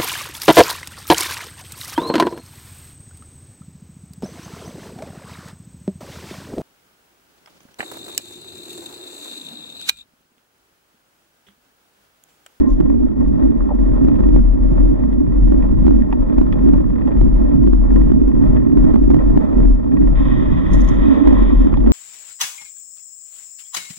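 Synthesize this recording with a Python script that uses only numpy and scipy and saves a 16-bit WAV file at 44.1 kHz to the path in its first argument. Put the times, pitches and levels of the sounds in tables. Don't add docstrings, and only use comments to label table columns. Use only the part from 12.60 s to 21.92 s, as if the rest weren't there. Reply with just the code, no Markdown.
import sys
import numpy as np
from scipy import signal
from scipy.fft import rfft, irfft
from scipy.io import wavfile
from scipy.ndimage import uniform_filter1d, minimum_filter1d

SR = 44100
rng = np.random.default_rng(int(sys.argv[2]) if len(sys.argv) > 2 else 0)


def wav_out(sig):
    wavfile.write(sys.argv[1], SR, np.round(np.clip(np.atleast_2d(sig).T, -1, 1) * 32767).astype(np.int16))


N = 411012

# time in seconds, pitch in Hz, level in dB.
SQUEAK = [(0.05, 1047, -50), (0.07, 1040, -40), (0.1, 1054, -40), (0.145, 1060, -54)]
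# time in seconds, hiss in dB before flutter and the gains of each side.
GRIT_HISS = [
    [(0.06, -86), (0.106, -63), (0.11, -69), (0.18, -77)],
    [(8.08, -81), (8.114, -72), (8.134, -46.5), (8.158, -62), (8.298, -56), (8.316, -66), (8.4, -73)],
]
# start in seconds, peak in dB before the gains of each side, pitch in Hz.
GRIT_SLIPS = [(0.103, -50, 5840), (0.1351, -50, 5860), (8.1335, -38, 5850), (8.147, -45, 6430),
              (8.208, -39, 6200), (8.2167, -37, 6140), (8.2477, -41, 6240), (8.2885, -35, 6060),
              (8.2952, -41, 6160), (8.3584, -51, 6472)]
# time in seconds, rub in dB within the disc's band, before flutter and trim.
BRAKE_RUB = [(7.545, -88.5), (7.553, -57.5), (7.62, -54), (7.714, -53), (8.108, -54), (8.4, -52),
             (8.604, -52), (8.82, -52), (9.002, -56), (9.17, -63), (9.24, -86.5)]
# centre in Hz, width in Hz, boost in dB before it adds to the plain path.
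DISC_MODES = [(1950, 340, -4), (3330, 770, 4.5), (1100, 190, 2)]
# time in seconds, drive in dB against the rub.
BRAKE_BITE = [(7.55, -2.5), (8.25, 3), (8.55, -11)]
# time in seconds, pitch in Hz, level in dB before the gains of each side.
FORK_GROAN = [(8.44, 268.4, -50), (8.47, 268.8, -30), (8.49, 272, -17), (8.515, 272, -28.5),
              (8.54, 265, -16.5), (8.575, 280.6, -59), (8.615, 286, -10.5), (8.645, 286, -30),
              (8.68, 289, -64)]
# first click in seconds, last click in seconds, rough gap in seconds,
# peak in dB before scatter.
RATCHET_RUNS = [(4.182, 4.4157, .058, -41), (4.468, 4.569, .054, -44), (5.303, 5.415, .055, -38.5),
                (5.7154, 6.1669, .0501, -42.5), (6.538, 6.691, .051, -42), (7.316, 7.473, .0516, -41)]
# start in seconds, peak in dB, body in dB against that peak, body pitch in Hz,
# edge in dB against that peak.
KNOCKS = [(0.203, -48, 5, 1110, -4), (0.242, -58, 11, 904, -10), (1.0052, -43.5, 15, 1105, -26),
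          (1.0905, -56, 27.5, 980, -11), (1.1005, -61, 31, 800, -9), (1.1035, -59, 33, 950, -9),
          (1.109, -57, 36, 620, -17), (1.556, -41, 4, 1000, -14), (1.635, -38.5, 4, 999, -18),
          (1.686, -46, 3, 899, -8.5), (2.1949, -42, -1, 902, -23), (2.4352, -41.5, 6, 905, -40),
          (2.5262, -41.5, -3, 906, -13), (3.023, -35.5, 0, 900, -28), (3.4194, -38, -10, 897, -35.5),
          (3.5254, -31, 8.5, 860, -8.5), (3.9250, -31, -2, 1199, -7.5), (3.9315, -41, 5, 1095, -8),
          (4.4753, -37, 9.5, 900, -27), (5.0674, -48, -6, 1001, -5), (6.4366, -46, -3, 1097, -13),
          (7.528, -55, 23.5, 702.4, -21), (7.5522, -52.5, 7, 1020, -9), (7.741, -54, 12, 900, -16),
          (8.747, -40, 7, 942, -21), (8.766, -40, 15, 1046, -23.5), (8.793, -45, 18, 950, -23),
          (8.811, -42, 14, 1053, -18), (8.905, -48, 18, 982, -21), (9.126, -45.5, 12.5, 1216, -12),
          (9.139, -33, 9, 1030, -18.5), (9.1704, -43, 17.5, 888, 3), (9.2045, -46, 6, 895, -2),
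          (9.218, -58, 0, 900, 1), (9.2618, -36.5, 9, 796.7, -17)]
# time in seconds, level in dB before wavering, levelling off and the gains of each side.
SWAY_LEVEL = [(0.0, -15.5), (0.04, -38), (0.12, -13), (0.22, -21), (0.81, -25), (0.84, -15), (0.92, -27),
              (1.0, -18), (1.14, -21), (1.49, -13.5), (1.54, -22), (1.87, -6), (1.98, -24), (2.02, -12.5),
              (2.27, -10.5), (2.33, -22.5), (2.57, -19.5), (2.61, -21.5), (2.88, -10), (3.0, -16),
              (3.13, -20.5), (3.19, -13.5), (3.44, -15), (3.49, -28), (3.58, -33), (3.61, -13.5),
              (3.71, -33), (3.79, -9.5), (3.85, -29), (3.9, -15), (3.94, -22.5), (4.1, -14.5), (4.55, -26),
              (4.62, -9.5), (4.87, -14), (4.91, -26), (5.1, -10.5), (5.67, -18), (5.71, -25), (5.9, -16),
              (5.95, -25), (6.03, -17), (6.13, -22), (6.2, -14), (6.4, -19.5), (6.46, -10.5), (6.59, -21),
              (6.76, -10.5), (6.91, -35), (6.96, -16.5), (7.12, -6.5), (7.22, -27), (7.53, -11),
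              (7.66, -16.5), (7.84, -25), (7.91, -18.5), (7.98, -32), (8.14, -14), (8.34, -17), (8.38, -11),
              (8.55, -29), (8.66, -14.5), (9.04, -9), (9.09, -21.5), (9.26, -13), (9.31, -13)]
# time in seconds, pitch in Hz.
SWAY_PITCH = [(0.0, 34.9), (0.57, 39.95), (2.23, 41.22), (2.7, 44.19), (3.5, 40.11), (3.63, 36.5),
              (4.96, 42.12), (8.2, 39.11), (8.49, 40.99), (9.32, 41)]
# time in seconds, then small lumps, long ripples and crunch,
# each in dB that count only against the other rows of their column.
TRAIL = [(0.0, -12.5, -29.5, -34.5), (0.15, -18, -24.5, -38.5), (0.26, -11.5, -24, -33.5),
         (0.54, -18.5, -29.5, -39.5), (0.68, -17.5, -19.5, -37), (0.78, -11.5, -25.5, -33),
         (1.04, -17.5, -30, -36), (1.47, -13.5, -19.5, -31.5), (1.55, -15, -21.5, -32),
         (1.78, -12.5, -18, -34.5), (1.82, -19, -23, -39.5), (1.95, -18, -25, -36),
         (2.14, -15.5, -20.5, -35.5), (2.57, -16.5, -23, -37), (3.22, -15, -18, -34),
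         (3.27, -10.5, -18.5, -32), (3.5, -17.5, -26, -34.5), (3.73, -15, -25, -32),
         (3.81, -15.5, -19.5, -32.5), (3.96, -16.5, -23, -33), (4.09, -11, -19, -31.5),
         (4.29, -19.5, -21.5, -34), (4.44, -14.5, -23, -32.5), (4.63, -10, -15.5, -31.5),
         (4.7, -17.5, -17.5, -35), (4.87, -15.5, -24.5, -34.5), (4.97, -11.5, -14.5, -31.5),
         (5.06, -12.5, -19, -35.5), (5.13, -18.5, -27, -37.5), (5.22, -20.5, -23.5, -36),
         (5.35, -13.5, -16.5, -34.5), (5.49, -12.5, -17, -33), (5.71, -14.5, -22.5, -37),
         (5.88, -13, -13.5, -31.5), (6.08, -11.5, -22.5, -37), (6.27, -10.5, -14.5, -29),
         (6.39, -13.5, -23.5, -37), (6.56, -11.5, -15, -32.5), (6.61, -11, -21, -30.5),
         (6.74, -13.5, -15.5, -32), (6.88, -16, -26.5, -33), (6.99, -9, -18.5, -30), (7.16, -21, -23, -38),
         (7.22, -20, -29.0, -36.5), (7.33, -11, -20.5, -34), (7.57, -17.5, -18.5, -34.5),
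         (7.83, -14, -19, -32.5), (7.92, -17, -14.5, -36), (7.97, -19.5, -17.5, -34),
         (8.14, -12.5, -19.5, -30), (8.38, -16.5, -20.5, -31), (8.48, -9, -21.5, -29),
         (8.55, -12, -30, -27.5), (8.65, -9, -22.5, -28), (8.81, -15, -20, -29), (8.99, -16.5, -23.5, -35),
         (9.13, -17, -18.5, -34), (9.2, -15, -22, -36.5), (9.26, -6.5, -21.5, -34.5),
         (9.31, -9, -25, -32.5)]
# centre in Hz, width in Hz before a common widening, left level in dB per Hz,
# right level in dB per Hz, lead of the right side in radians, likeness of the two sides from 0 to 1.
HOUSING_MODES = [(56.2, 22, -41.5, -40, -2, 0.1), (121, 39.5, -46, -38.5, -3, 0.83),
                 (182.6, 50.0, -43, -40, -2.5, 0.77), (230, 37, -40.5, -34.5, -3, 0.93),
                 (267.8, 47.4, -35, -32, -2.5, 0.99), (296.7, 44, -38.5, -35.5, -3, 0.95),
                 (375.5, 56, -55.5, -53, -3, 0.4), (458, 120, -67, -60, -3, 0.6),
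                 (557.2, 84, -66.5, -56, -2.5, 0.4), (618.3, 81, -63, -55.5, -3, 0.7),
                 (818.6, 120, -67, -66.5, -2, 0.64), (873.5, 85, -60, -61, 3, 0.78),
                 (1035, 139, -67, -67.5, -1.5, 0.21), (1311, 100, -74.5, -69, 4, 0.89),
                 (1470, 250, -82, -82.5, -2, 0.6), (1751, 89, -76.5, -82.5, -2, 0.95),
                 (1870, 140, -77, -75, -2, 0.9), (2090, 500, -91.5, -93, -1.74, 0.9),
                 (2490, 170, -91, -90.5, -1.2, 0.95), (3095, 140, -99.5, -99.5, -0.5, 0.7),
                 (3413, 290, -99.2, -99.2, 0.1, 0.5), (3680, 150, -99.4, -101, 0.5, 0.7),
                 (4480, 160, -115.1, -113.7, -2, 0.93), (5170, 900, -117, -114.5, -4, 0.8),
                 (6430, 1600, -126, -121, 0.6, 0.5)]
# rough time of the crest in seconds, its size in dB over full scale.
OVERLOAD_CRESTS = [
    [(1.486, 2), (1.691, 0.5), (1.794, 0.7), (2.947, 0.5), (3.298, 0.3), (4.077, 1), (4.090, 2),
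     (4.098, 0.4), (4.18, 0.5), (5.068, 0.2), (5.320, 0.4), (5.329, 0), (5.362, 1.4), (5.381, -0.8),
     (5.505, 0.5), (6.446, -1.5), (6.708, -1.3), (6.765, 0.6), (6.774, 1.8), (6.778, 0.8), (7.055, 0.7),
     (8.388, -0.7), (8.793, 1.5)],
    [(0.204, 1), (0.2085, 1.5), (1.448, 0.3), (1.607, 1), (1.750, 0.5), (1.764, 2.5), (2.923, 1.5),
     (3.253, 0.5), (3.267, 1.5), (3.283, 1.6), (3.309, 1.5), (3.785, 2.3), (3.816, 2), (4.063, 0.4),
     (4.083, 0.1), (4.138, 1.8), (4.615, 2.2), (5.077, 1), (5.085, -0.6), (5.134, 1), (5.520, 1.5),
     (5.617, 0.4), (5.681, 0.5), (5.826, 1), (6.173, 1), (6.243, 1), (6.249, 1), (6.342, 1), (6.359, 2.5),
     (6.481, 0), (6.503, 2.5), (6.514, 1.2), (6.539, 0.5), (6.546, 3), (6.569, 1), (6.992, 0), (7.004, 0.9),
     (7.102, 0.3), (7.44, 0.4), (7.921, -0.5), (8.482, 1), (8.673, 3), (8.678, 1.3), (8.686, 0.9),
     (8.726, 1.5), (8.730, 2.4), (8.734, -0.5), (8.823, 0.3), (8.827, 1), (9.072, 1.5), (9.131, 1.5),
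     (9.274, 1.5), (9.277, 1), (9.282, 0.5)],
]

T = np.arange(N) / SR
SIZE = 4096 * 108
HZ = np.arange(SIZE // 2 + 1) * SR / SIZE
RIPPLE_TOP_HZ, BUMP_TOP_HZ = 200, 420

HISS_DB, SPRAY_DB = -74.5, -74
DISC_BAND_HZ = 2900, 3800
BRAKE_TILT_DB = 7
BRAKE_TOP_DB = -1.5
PAWL_BODY_DB, PAWL_BODY_HZ, PAWL_EDGE_DB, PAWL_SCATTER_DB = 0.5, 990, -29.5, 2
KNOCK_TILT_DB = 4.5
BODY_WIDTH_HZ, BODY_LEAD_RAD = 600, -1.3
SWAY_LEFT_DB, SWAY_RIGHT_DB, SWAY_LEAD_RAD, SWAY_LOOSE_DB = 3, -2.5, -0.56, -3.5
SWAY_WAVER, SWAY_WAVERS_PER_S = .25, 18
SWAY_WIDEST_DB = -9.5
PATCH_DB, PATCHES_PER_S = 1.13, 14
GRAINS_PER_S = 260
LIMIT_LEVEL = 0.95
PUSH_SPREAD_S = .0026
TOP_HZ = 11000
KNEE = 95


def undb(db):
    return 10 ** (np.asarray(db) / 20)


def track(table, silent=False):
    s, *columns = np.transpose(table)
    out = [np.interp(T, s, c) for c in columns]
    if silent:
        out[-1][(T < s[0]) | (T > s[-1])] = -200
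    return out


def noise():
    return rng.standard_normal(N)


def noise_pair():
    return np.array([noise(), noise()])


def unit(x):
    return x / np.sqrt(np.mean(x ** 2))


def walk(rate):
    k = int(SR / rate)
    steps = np.repeat(rng.standard_normal(N // k + 1), k)
    return unit(uniform_filter1d(steps, k)[:N])


def ring(hz, width):
    return 1 / (1 + 2j * (HZ - hz) / width) ** 2


def through(x, response):
    return irfft(rfft(x, SIZE) * response, SIZE)[..., :N]


def tone(table):
    hz, db = track(table, silent=True)
    level = uniform_filter1d(undb(db), SR // 200)
    return np.sqrt(2) * level * np.sin(2 * np.pi * np.cumsum(hz) / SR)


def housing():
    paths = np.zeros((3, 3, 2, len(HZ)), complex)
    for k, (hz, width, left_db, right_db, lead, like) in enumerate(HOUSING_MODES):
        sides = np.array([[undb(left_db)], [undb(right_db) * np.exp(1j * lead)]])
        mode = np.sqrt(SR / 2) * ring(hz, 1.32 * width) * sides
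        group = paths[int(hz > RIPPLE_TOP_HZ) + int(hz > BUMP_TOP_HZ)]
        group[k % 2] += np.sqrt(like) * mode
        group[2] += (-1) ** k * np.sqrt(1 - like) * mode
    return paths


def shake(effort, paths):
    upright = through(effort * noise(), paths[0])
    sideways = through(effort * noise(), paths[1])
    own_rattle = through(effort * noise_pair(), paths[2])
    return upright + sideways + own_rattle


def hiss():
    return undb(HISS_DB) * noise_pair()


def squeak():
    return tone(SQUEAK)


def grit():
    effort = sum(undb(track(part, silent=True)[0]) for part in GRIT_HISS) * undb(4.2 * walk(200))
    colour = ring(6200, 1800) + undb(-5) * ring(3700, 2000)
    scratch = effort * unit(through(noise(), colour))
    t = np.arange(int(.02 * SR)) / SR
    for s, db, hz in GRIT_SLIPS:
        i = int(s * SR)
        scratch[i:i + len(t)] += undb(db) * np.exp(-t / 0.0013) * np.sin(2 * np.pi * hz * t)
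        effort[i:i + len(t)] += undb(db - 14.0) * np.exp(-t / 0.0046)
    top_colour = np.abs(ring(10600, 2000)) + undb(-3.0) * np.abs(ring(7400, 4000))
    top = effort * unit(through(noise_pair(), top_colour))
    late = np.roll(scratch, 2)
    left = undb(2.0) * scratch + undb(-4.5) * top[0]
    right = undb(6.0) * late + undb(-12.0) * top[1]
    return np.array([left, right])


def brake(high):
    tilt_db = BRAKE_TILT_DB * np.log2(np.clip(HZ, 300, 5200) / 3300)
    top_db = BRAKE_TOP_DB * np.clip((HZ - DISC_BAND_HZ[1]) / 250, 0, 1)
    disc = 1 + sum(undb(db) * np.abs(ring(hz, width)) for hz, width, db in DISC_MODES)
    paths = high * undb(tilt_db + top_db) * disc
    band = (HZ > DISC_BAND_HZ[0]) & (HZ < DISC_BAND_HZ[1])
    reach = np.sqrt(np.sum(np.abs(paths[..., band]) ** 2) / (2 * len(HZ)))
    rub = undb(track(BRAKE_RUB, silent=True)[0] + 1.2 * walk(90) + 1.5 * walk(20))
    bite_effort = rub * undb(track(BRAKE_BITE)[0])
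    bite = shake(bite_effort, paths * ring(*DISC_MODES[0][:2]) / reach)
    return undb(0.5) * shake(rub, paths / reach) + bite


def groan():
    return tone(FORK_GROAN) * np.array([[-undb(-15.0)], [undb(12.5)]])


def ratchet_clicks():
    rows = []
    for first, last, gap, db in RATCHET_RUNS:
        count = round((last - first) / gap) + 1
        rows += [(s, db) for s in np.linspace(first, last, count)]
    scatter = PAWL_SCATTER_DB * rng.standard_normal((len(rows), 2))
    return [(s, db + peak, PAWL_BODY_DB + body, PAWL_BODY_HZ, PAWL_EDGE_DB)
            for (s, db), (peak, body) in zip(rows, scatter)]


def knocks(high):
    step = SIZE // 4096
    both = (high[0] + high[1] + high[2])[:, ::step]
    hz = HZ[::step]
    count = 2 * (len(hz) - 1)
    t = np.arange(count) / SR
    hard = undb(KNOCK_TILT_DB * np.log2(np.clip(hz, 450, 5000) / 2000))
    centre = np.clip(1 - np.abs(np.log2((hz + 1) / 1900)) / 1.1, 0, 1)
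    edge = (1 - centre) * (hz > 1900) / (1 + (hz / 5200) ** 8)
    body_sides = np.array([[1], [np.exp(1j * BODY_LEAD_RAD)]])
    blows = KNOCKS + ratchet_clicks()
    fade = np.exp(-t / 0.0011) + 0.28 * np.exp(-t / 0.0086)
    bursts = rng.standard_normal((len(blows), count)) * fade
    out = np.zeros((2, N + count))
    for (s, db, body_db, body_hz, edge_db), burst in zip(blows, bursts):
        i = int(s * SR)
        hollow = body_sides / (1 + 2j * (hz - body_hz) / BODY_WIDTH_HZ) ** 4
        bands = [both * hard * centre, hollow, both * hard * edge]
        gains = undb([db, db + body_db, db + edge_db])
        for band, gain in zip(bands, gains):
            part = irfft(rfft(burst) * band)
            out[:, i:i + count] += gain * part / np.abs(part.mean(axis=0)).max()
    return out[:, :N]


def sway():
    (hz,), (db,) = track(SWAY_PITCH), track(SWAY_LEVEL)
    waver = walk(SWAY_WAVERS_PER_S) + 1j * walk(SWAY_WAVERS_PER_S)
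    db = db + 20 * np.log10(np.abs(1 + SWAY_WAVER * waver))
    db = db - 5 * np.log10(1 + undb(4 * (db - SWAY_WIDEST_DB)))
    turn = 2 * np.pi * np.cumsum(hz) / SR
    heave = undb(-26) * unit(through(noise(), ring(36, 49))) * unit(undb(track(TRAIL)[1]))
    swing = undb(db) * np.sqrt(2)
    left = swing * np.sin(turn) + heave
    right = swing * np.sin(turn + SWAY_LEAD_RAD) + heave
    wobble = unit(through(noise_pair(), ring(40, 27)))
    loose = undb(SWAY_LOOSE_DB + .5 * db - 11.5) * wobble
    return np.array([undb(SWAY_LEFT_DB) * left, undb(SWAY_RIGHT_DB) * right]) + loose


def tyres(low, middle, high):
    lumps_db, ripples_db, crunch_db = track(TRAIL)
    lumps = walk(30)
    ripple_effort = unit(undb(ripples_db + 1.7 * lumps))
    lump_effort = unit(undb(lumps_db + 0.5 * lumps + PATCH_DB * walk(PATCHES_PER_S)))
    thump = shake(ripple_effort, low) + shake(lump_effort, middle)
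    bursts_db = 1.3 * walk(30) + 1.8 * walk(9) + 3.0 * np.maximum(walk(60), 0) + 0.15 * lumps
    effort = unit(undb(crunch_db + bursts_db))
    grain_size = undb(4.2 * np.minimum(rng.exponential(size=N), 3))
    cracks = (rng.random(N) < GRAINS_PER_S / SR) * grain_size
    cracks = signal.lfilter([1], [1, -np.exp(-1 / (.0015 * SR))], unit(cracks * undb(crunch_db)))
    bright = undb(2.0 * np.log2((HZ + 1) / 1500))
    crush = shake(undb(-1.5) * effort, high)
    crackle = shake(undb(-3.5) * unit(cracks), high * bright)
    spray = unit(through(noise_pair(), ring(4200, 8100))) * effort
    return thump + crush + crackle + undb(SPRAY_DB) * spray


def limiter(rumble):
    span = SR // 80
    loudest = -minimum_filter1d(-np.abs(rumble).max(axis=0), 2 * span)
    gain = np.minimum(1, LIMIT_LEVEL / loudest)
    return rumble * uniform_filter1d(uniform_filter1d(gain, span), span)


def overload_crests(rumble, middle):
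    reply = irfft(middle[0] + middle[1], SIZE)[:, :SR // 10]
    top = np.argmax(np.abs(reply[1]))
    reply = reply * np.exp(-.5 * ((np.arange(SR // 10) - top) / (PUSH_SPREAD_S * SR)) ** 2)
    out = rumble.copy()
    in_turn = sorted((s, db, side) for side, rows in enumerate(OVERLOAD_CRESTS) for s, db in rows)
    for s, db, side in in_turn:
        near = int(s * SR) - 50
        at = near + np.argmax(np.abs(out[side, near:near + 100]))
        push = (undb(db) * np.sign(out[side, at]) - out[side, at]) / reply[1, top]
        stretch = out[:, at - top:at - top + reply.shape[1]]
        pushed = reply if side else reply[::-1]
        stretch += push * pushed[:, :stretch.shape[1]]
    return out


def scene():
    low, middle, high = housing()
    details = hiss() + squeak() + grit() + brake(high) + knocks(high)
    rumble = limiter(groan() + sway() + tyres(low, middle, high))
    return details + overload_crests(rumble, middle)


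def record(dry):
    flat = dry / (1 + np.abs(dry) ** KNEE) ** (1 / KNEE)
    top_cut = signal.ellip(8, .05, 60, TOP_HZ, fs=SR, output="sos")
    return signal.sosfilt(top_cut, flat)


dry = scene()
out = record(dry)
wav_out(out)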